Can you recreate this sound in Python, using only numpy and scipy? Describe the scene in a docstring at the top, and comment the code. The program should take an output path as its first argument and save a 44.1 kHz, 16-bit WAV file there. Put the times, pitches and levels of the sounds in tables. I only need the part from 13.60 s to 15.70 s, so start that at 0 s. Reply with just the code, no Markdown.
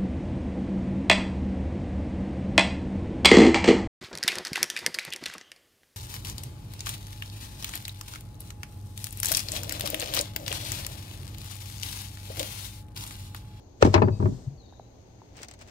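"""Shutting a wire crab trap

Close to a stereo microphone, the metal hoop of a netted trap slams onto its frame, bounces and settles,
and the stack of traps under it booms. A hand presses the float down; cord swishes through the mesh,
the frame ticks and the netting crackles. Farther off lie a bird's falling whistles and a soft rumble."""
import sys
import numpy as np
from scipy import signal
from scipy.fft import rfft, irfft, next_fast_len
from scipy.io import wavfile
from scipy.ndimage import map_coordinates

SR = 44100
rng = np.random.default_rng(int(sys.argv[2]) if len(sys.argv) > 2 else 0)


def wrap_up_sound(samples):
    """Save the sound to the file named by the first command line argument, as 16-bit audio."""
    columns = np.atleast_2d(samples).T
    # keep every value between -1 and 1, then stretch to whole-number steps
    tamed = np.clip(columns, -1, 1)
    steps = np.round(tamed * 32767).astype(np.int16)
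    wavfile.write(sys.argv[1], SR, steps)


N = 92610

# Hoop on frame. Each row: start in seconds, level in dB, hardness in Hz (half the low-pass cutoff),
# low cut in Hz, share of the ring time, leftward bias in dB.
HOOP_BLOWS = [(0.2243, -10, 8100, 840, 0.48, 2.5), (0.2256, -2, 1200, 435, 0.1, 12.5),
              (.249, -16, 520, 198, 0.65, -1.5), (0.273, -19.5, 600, 149.8, 0.23, 6.5),
              (0.3406, -12.5, 6950, 674, 0.94, 8.5), (0.345, -22.5, 294, 202, 1, -4),
              (.361, -22.5, 1760, 199, 0.87, 5.5), (.377, -22, 1200, 299, 0.72, 4),
              (0.4193, -17, 1180, 316, 0.6, 6), (.427, -18, 600, 197, 0.63, 3.5),
              (0.474, -30, 447, 203, 1, 1), (0.483, -24.5, 800, 200, 0.41, 3.5),
              (0.6, -30, 508, 128, 0.85, 2.5), (0.625, -27, 497, 130, 0.62, 3.5),
              (0.6555, -28, 920, 168, 0.61, -1), (.681, -26.5, 140, 113, 0.81, 0)]
# Ring of the frame and of the steel rod. 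Each row: pitch in Hz, level in dB, t60 in seconds.
FRAME_MODES = [(194, 1, 0.26), (256, -0.5, 0.18), (286.3, -8, 0.23), (305, -3, 0.18), (351, -5, .16),
               (368, -5, 0.26), (422.5, -3, 0.21), (487.6, -15, 0.15), (568.5, -12, 0.17),
               (599.2, -8.5, 0.15), (634, -10, 0.17), (784, -11, 0.16), (838, -8, 0.12), (904, -2.5, 0.085),
               (985, -7.5, 0.14), (1132, -6.5, 0.066), (1237, -11.5, 0.083), (1438, -16, .08),
               (1586, -15.5, .12), (1759, -10.5, 0.084), (2160, -27, 0.061), (2280, -11, 0.042),
               (2572, -13, 0.075), (4125, -16, 0.055)]
ROD_MODES = [(2570, -7, .3), (3820, -6.5, 0.38), (4640, 4.5, 0.2)]
# A faint tone just before the slam, then hollow knocks of the hoop's tube.
# Each row: start in seconds, level in dB, pitch in Hz, t60 in seconds.
HOLLOW_TONES = [(0.209, -32.5, 486, 0.15), (.2238, -10.5, 930, 0.015), (0.2246, -3, 547, 0.025),
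                (0.2298, -6.5, 310, 0.025), (0.2497, -7.5, 303, 0.071), (.2715, -10, 443, 0.026),
                (0.341, -10, 349.4, .14), (0.4201, -17, 424, 0.067), (.477, -23.5, 375, .06),
                (.626, -34, 589, .05), (0.6567, -21, 370.5, .14)]
# Ring of the tube. Each row: pitch ratio, level in dB, share of the ring time.
TUBE_MODES = [(1, 0, 1), (1.7, -12.5, 0.45), (3.02, -18, 0.44)]
# The stack booms; the frame ticks and a hand bumps it twice near 1.8 s. Each row: start in seconds, level in
# dB, pitch in Hz.
STACK_BOOMS = [(0.228, -12, 95.5), (0.232, -22.5, 43), (0.274, -13.5, 100.5), (0.353, -11.5, 94.1),
               (0.395, -15.5, 104.5), (0.439, -13, 100.9), (0.505, -16, 101.8), (0.595, -17, 102.2),
               (0.639, -11, 101.6), (0.704, -24.5, 130.2)]
CONTACT_TICKS = [(1.125, -42, 800), (1.135, -55.5, 1620), (1.197, -33.5, 704), (1.618, -40.5, 900),
                 (1.803, -41.5, 477), (1.814, -39, 400)]
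# Ring of the stack. Each row: pitch ratio, level in dB, t60 in seconds.
STACK_MODES = [(.47, -25, 0.74), (1.002, 6.5, 0.15), (1.298, -7.5, 0.24), (2.031, -14, 0.25)]
# Hand on the float. Each row: centre in seconds, level in dB, pitch in Hz, half width in seconds.
FLOAT_THUDS = [(.768, -39, 137, 0.0062), (.881, -23, 126.6, 0.0097), (.925, -38, 141, 0.024),
               (.985, -43, 62.7, 0.014)]
# Short sounds, near and far. Each row: start in seconds, level in dB.
NET_SNAPS = [(1.768, -43), (1.777, -56), (1.818, -39.5), (1.8304, -30), (1.845, -41), (1.884, -36.5),
             (1.911, -37.5), (1.937, -41), (1.99, -47.5), (2.012, -43), (2.021, -45.5), (2.075, -47),
             (2.083, -48.5)]
ROD_SCRAPES = [(0.343, -58), (0.419, -53), (0.515, -50)]
BIRD_WHISTLES = [(.97, -64.5), (1.054, -68)]
# Rise and fall of netting and cord. Each row: time in seconds, level in dB.
RUSTLE_LEVELS = [(.18, -87), (.21, -52), (.223, -30.5), (.24, -44), (.252, -32), (.28, -46.5), (.32, -56),
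                 (.338, -39.5), (.40, -73), (.9, -75.5), (1.735, -67.5), (1.775, -51), (1.84, -53.5),
                 (1.87, -69.5), (1.9, -59.5), (1.975, -74), (2.015, -49), (2.05, -65), (2.09, -55.5)]
SWISH_LEVELS = [(.15, -68.5), (.3, -45.5), (.5, -55.5), (.62, -49), (.74, -49.5), (.84, -53), (.93, -64),
                (1.05, -70.5)]
# Tone colour of each noise. Each row: frequency in Hz, relative level in dB.
CLANK_COLOUR = [(60, 3.5), (180, 3), (400, 2.5), (720, -9), (1000, 3), (1500, -8.5), (2500, -9.5),
                (3400, -15), (5300, -12), (8300, -17), (10500, -47.5), (15000, -57.5)]
TWINE_COLOUR = [(200, -4.5), (700, 6.5), (1300, 3.5), (2200, 5.5), (3800, -0.5), (5500, -1), (8500, -6),
                (10000, -27.5), (15000, -15.5)]
SNAP_COLOUR = [(1500, -15), (4500, 3), (8700, 7.5), (10000, -11), (15000, -8.5)]
CORD_COLOUR = [(300, 25), (1000, 6.5), (2500, -3), (4500, 5), (6500, 4), (8500, 1), (10000, -21),
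               (12000, -6.5), (15000, -23.5)]
RUMBLE_COLOUR = [(25, -15.5), (60, -1.5), (117, -1), (150, -11), (335, -11), (550, -15.5), (800, -16.5),
                 (1200, -31), (2000, -36.5), (6500, -40), (8000, -72.5), (10000, -65), (12000, -44),
                 (16000, -60)]
HISS_COLOUR = [(3500, -18.5), (4300, -2), (5200, -19.5), (6200, 4), (6800, 5.5), (7300, -55), (9000, -19.5)]
# Decay in the wires and in the yard. Each row: frequency in Hz, t60 in seconds.
CLANK_T60 = [(150, 0.73), (500, 0.051), (1500, 0.15), (4000, 0.065), (10000, 0.015)]
YARD_T60 = [(150, 0.074), (500, 0.74), (2000, .35), (8000, 0.23)]
# Likeness of left and right for near and far noise. Each row: frequency in Hz, correlation.
NEAR_LIKENESS = [(100, 0.35), (300, 1), (1000, 0.31), (2500, 0.185), (7000, 0.099)]
FAR_LIKENESS = [(100, 0.97), (300, 0.56), (700, 0.23), (1500, -0.16), (5000, -0.24)]
# Tilt of the microphone's stereo colouring. 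Each row: frequency in Hz, left over right in dB.
STEREO_TILT = [(300, 0), (600, 7), (900, 3), (1200, -3), (2400, 0.5), (3200, 2.5), (4600, 6), (6000, 5.5),
               (7500, -3.5), (14000, -4.5)]
# Phase shift of its stereo processing. Each row: frequency in Hz, lead of the left side in radians.
STEREO_PHASE = [(100, 0.5), (300, 1), (550, 0.85), (900, 3), (2500, 3.5), (5000, 6), (8000, 0.56)]


def hoop():
    """Each close blow cracks, clanks through the wires and rings the frame; soft blows are duller."""
    out, t = np.zeros((2, N)), np.arange(SR // 3) / SR
    for start, db, hardness_hz, low_cut_hz, share, pan_db in HOOP_BLOWS:
        clank = dying(stereo_noise(len(t), CLANK_COLOUR, NEAR_LIKENESS), CLANK_T60, share)
        clank *= 1 + amp(-7) * np.exp(-t / 0.0031)  # crack at first contact
        ring = 0
        for hz, mode_db, t60 in FRAME_MODES:
            decay = amp(mode_db + rng.normal(0, 1.6, (2, 1)) - 60 * t / (t60 * share))
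            phase = rng.random() + 0.11 * rng.standard_normal((2, 1))  # cycles, left and right
            ring += decay * np.sin(2 * np.pi * (hz * t + phase))
        blow = (amp(-2.5) * clank + ring) * attack(t, rise_s=0.00067)
        blow = signal.lfilter(*signal.butter(2, min(2 * hardness_hz, .45 * SR), fs=SR), blow)
        blow = signal.lfilter(*signal.butter(2, low_cut_hz, "high", fs=SR), blow)
        add(out, start, amp(db) * pan(pan_db) * blow)
    return out


def tube():
    """A faint low tone leads into the slam; hollow knocks follow, pitched by where the tube is struck."""
    out, t = np.zeros((2, N)), np.arange(SR // 4) / SR
    for start, db, hz, t60 in HOLLOW_TONES:
        tone = sum(mode(t, ratio * hz, mode_db, t60 * share) for ratio, mode_db, share in TUBE_MODES)
        add(out, start, amp(db) * pan(1) * tone * attack(t, rise_s=0.00089))
    return out


def stack():
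    """The traps underneath give way under the weight and boom."""
    out, t = np.zeros((2, N)), np.arange(SR // 2) / SR
    for start, db, hz in STACK_BOOMS:
        boom = sum(mode(t, ratio * hz, mode_db, t60) for ratio, mode_db, t60 in STACK_MODES)
        add(out, start, amp(db) * pan(4.5) * boom * attack(t, rise_s=0.012))
    return out


def float_press():
    """A hand pushes the float home with a few soft thuds."""
    out = np.zeros(N)
    for centre, db, hz, width_s in FLOAT_THUDS:
        t = np.arange(N) / SR - centre
        phase = 2 * np.pi * hz * t
        tone = np.cos(phase) + amp(-21) * np.cos(1.78 * phase)
        out += amp(db) * np.exp(-(t / width_s) ** 2) * tone
    return pan(4.5) * out


def netting(grains_per_s=2500, spread_db=2.5):
    """Stiff twine rustles in tiny grains near the microphone, with crisp snaps on top."""
    grains = (rng.random((2, N)) < grains_per_s / SR) * rng.standard_normal((2, N))
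    grains *= amp(spread_db * rng.standard_normal(N))
    out = stereo(grains, TWINE_COLOUR, NEAR_LIKENESS) * level(RUSTLE_LEVELS)
    t = np.arange(SR // 20) / SR
    for start, db in NET_SNAPS:
        body = stereo_noise(len(t), TWINE_COLOUR, NEAR_LIKENESS) * np.exp(-t / 0.0099)
        crack = stereo_noise(len(t), SNAP_COLOUR, NEAR_LIKENESS) * np.exp(-t / 0.0021)
        add(out, start, amp(db) * (amp(-8) * body + amp(3) * crack) * attack(t, rise_s=0.0015))
    return pan(3.1) * out


def ticks(rise_s=0.00093):
    """Small dull contacts as the frame settles, and two soft handling thuds near 1.8 s, each only a few cycles
    long."""
    out, t = np.zeros((2, N)), np.arange(SR // 20) / SR
    envelope = t / rise_s * np.exp(1 - t / rise_s)
    for start, db, hz in CONTACT_TICKS:
        add(out, start, amp(db) * pan(1) * envelope * np.sin(2 * np.pi * hz * t))
    return out


def cord():
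    """The cord swishes as it slides through the mesh, left of centre."""
    return pan(4.8) * stereo_noise(N, CORD_COLOUR, NEAR_LIKENESS) * level(SWISH_LEVELS)


def rod():
    """The scraped steel rod rings faintly through the clatter."""
    out, t = np.zeros((2, N)), np.arange(SR // 3) / SR
    for start, db in ROD_SCRAPES:
        ring = sum(mode(t, hz, mode_db, t60, rng.random((2, 1))) for hz, mode_db, t60 in ROD_MODES)
        add(out, start, amp(db) * ring * attack(t, rise_s=0.014))
    return pan(4.8) * out


def bird(start_hz=4620, low_hz=3650, hold_hz=4040, fall_s=0.046, lift_after_s=0.11, fade_db_per_s=56):
    """Far off to the left, each whistle falls, lifts and holds, fluttering as it fades among trees."""
    out, t = np.zeros((2, N)), np.arange(SR // 4) / SR
    fall = (start_hz - low_hz) * np.exp(-(t / fall_s) ** np.sqrt(2))
    lift = np.clip(4000 * (t - lift_after_s), 0, hold_hz - low_hz)
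    edges = np.clip(np.minimum(t, t[-1] - t) / 0.01, 0, 1)
    for start, db in BIRD_WHISTLES:
        hz = low_hz + fall + lift + 40 * flutter(t)
        envelope = edges * amp(db - fade_db_per_s * t + 4 * flutter(t))
        add(out, start, pan(10.8) * envelope * np.sin(2 * np.pi * np.cumsum(hz) / SR))
    return out + echo(out, [(4000, .3)])  # t60 of 0.3 s at every pitch


def open_air():
    """Steady outdoor rumble and a thin far hiss; the treble leans left."""
    rumble = amp(-51.5) * stereo_noise(N, RUMBLE_COLOUR, FAR_LIKENESS)
    hiss = amp(-72.5) * stereo_noise(N, HISS_COLOUR, FAR_LIKENESS)
    lean = [(100, 0), (2000, 2), (4500, 14.5), (6800, 10), (10000, -2.5)]  # Hz, left over right in dB
    return filtered(rumble + hiss, lambda hz: amp(np.outer([.5, -.5], along(lean, hz))))


def amp(db):
    """Gain from decibels."""
    return 10 ** (np.asarray(db) / 20)


def along(points, hz):
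    """A curve through (Hz, value) points on a log frequency axis."""
    freqs, values = np.transpose(points)
    return np.interp(np.log(hz + 1), np.log(freqs + 1), values)


def level(points):
    """Gain per sample from (seconds, dB) points."""
    return amp(np.interp(np.arange(N) / SR, *np.transpose(points)))


def attack(t, rise_s):
    """A smooth rise from silence to 1."""
    return 1 - np.exp(-t / rise_s)


def mode(t, hz, db, t60, phase=0):
    """One resonance, falling 60 dB in t60 seconds; phase is in cycles."""
    return amp(db - 60 * t / t60) * np.sin(2 * np.pi * (hz * t + phase))


def flutter(t, knots_per_s=270):
    """A smooth random curve."""
    return map_coordinates(rng.standard_normal(size=512), [t * knots_per_s], mode="mirror")


def pan(db):
    """Channel gains with the left db above the right."""
    return amp(np.array([[db], [-db]]) / 2)


def add(track, start, sound):
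    """Mix a sound in at start seconds."""
    part = track[:, round(start * SR):][:, :sound.shape[1]]
    part += sound[:, :part.shape[1]]


def filtered(x, response):
    """Shape x by a response given as a function of frequency."""
    n = x.shape[-1]
    padded = next_fast_len(n + 4096)
    return irfft(rfft(x, padded) * response(np.fft.rfftfreq(padded, 1 / SR)), padded)[..., :n]


def stereo(pair, colour, likeness):
    """Blend two unrelated signals into a coloured, partly alike stereo pair of rms 1."""
    def mid_side(hz):
        angle = np.arccos(np.clip(along(likeness, hz), -1, 1)) / 2
        return amp(along(colour, hz)) * [np.cos(angle), np.sin(angle)]
    mid, side = filtered(pair, mid_side)
    out = np.array([mid + side, mid - side])
    return out / np.sqrt(np.mean(out ** 2) + 1e-20)


def stereo_noise(n, colour, likeness):
    """Coloured stereo noise, n samples long."""
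    return stereo(rng.standard_normal((2, n)), colour, likeness)


def dying(x, t60s, share=1):
    """Each frequency of x dies at its own speed; share scales the ring time."""
    hz, t, spectrum = signal.stft(x, SR, nperseg=256)
    decay = amp(-60 * t / (share * along(t60s, hz)[:, None]))
    return signal.istft(spectrum * decay, SR, nperseg=256)[1][:, :x.shape[1]]


def echo(x, t60s):
    """The diffuse stereo tail that the surroundings return."""
    tail = dying(rng.standard_normal((2, SR // 2)), t60s)
    return signal.fftconvolve(x, tail / np.linalg.norm(tail[0]), axes=1)[:, :N]


def stereo_colouring(hz):
    """The microphone's stereo colouring: a left-right tilt and phase shift that widen the clatter."""
    left = amp(along(STEREO_TILT, hz) / 2) * np.exp(.5j * along(STEREO_PHASE, hz))
    return np.array([left, 1 / left])


def scene():
    """The trap up close, the yard's faint answer, and the bird and open air behind."""
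    clatter = filtered(hoop() + tube() + netting(), stereo_colouring)
    trap = clatter + stack() + float_press() + cord() + rod() + ticks()
    return trap + amp(-26) * echo(trap, YARD_T60) + bird() + open_air()


def record(dry):
    """The loudest peaks are rounded off; nothing passes above the band limit."""
    rounded = dry / (1 + dry ** 8) ** (1 / 8)
    return filtered(rounded, lambda hz: hz < 15900)


dry = scene()
out = record(dry)
wrap_up_sound(out)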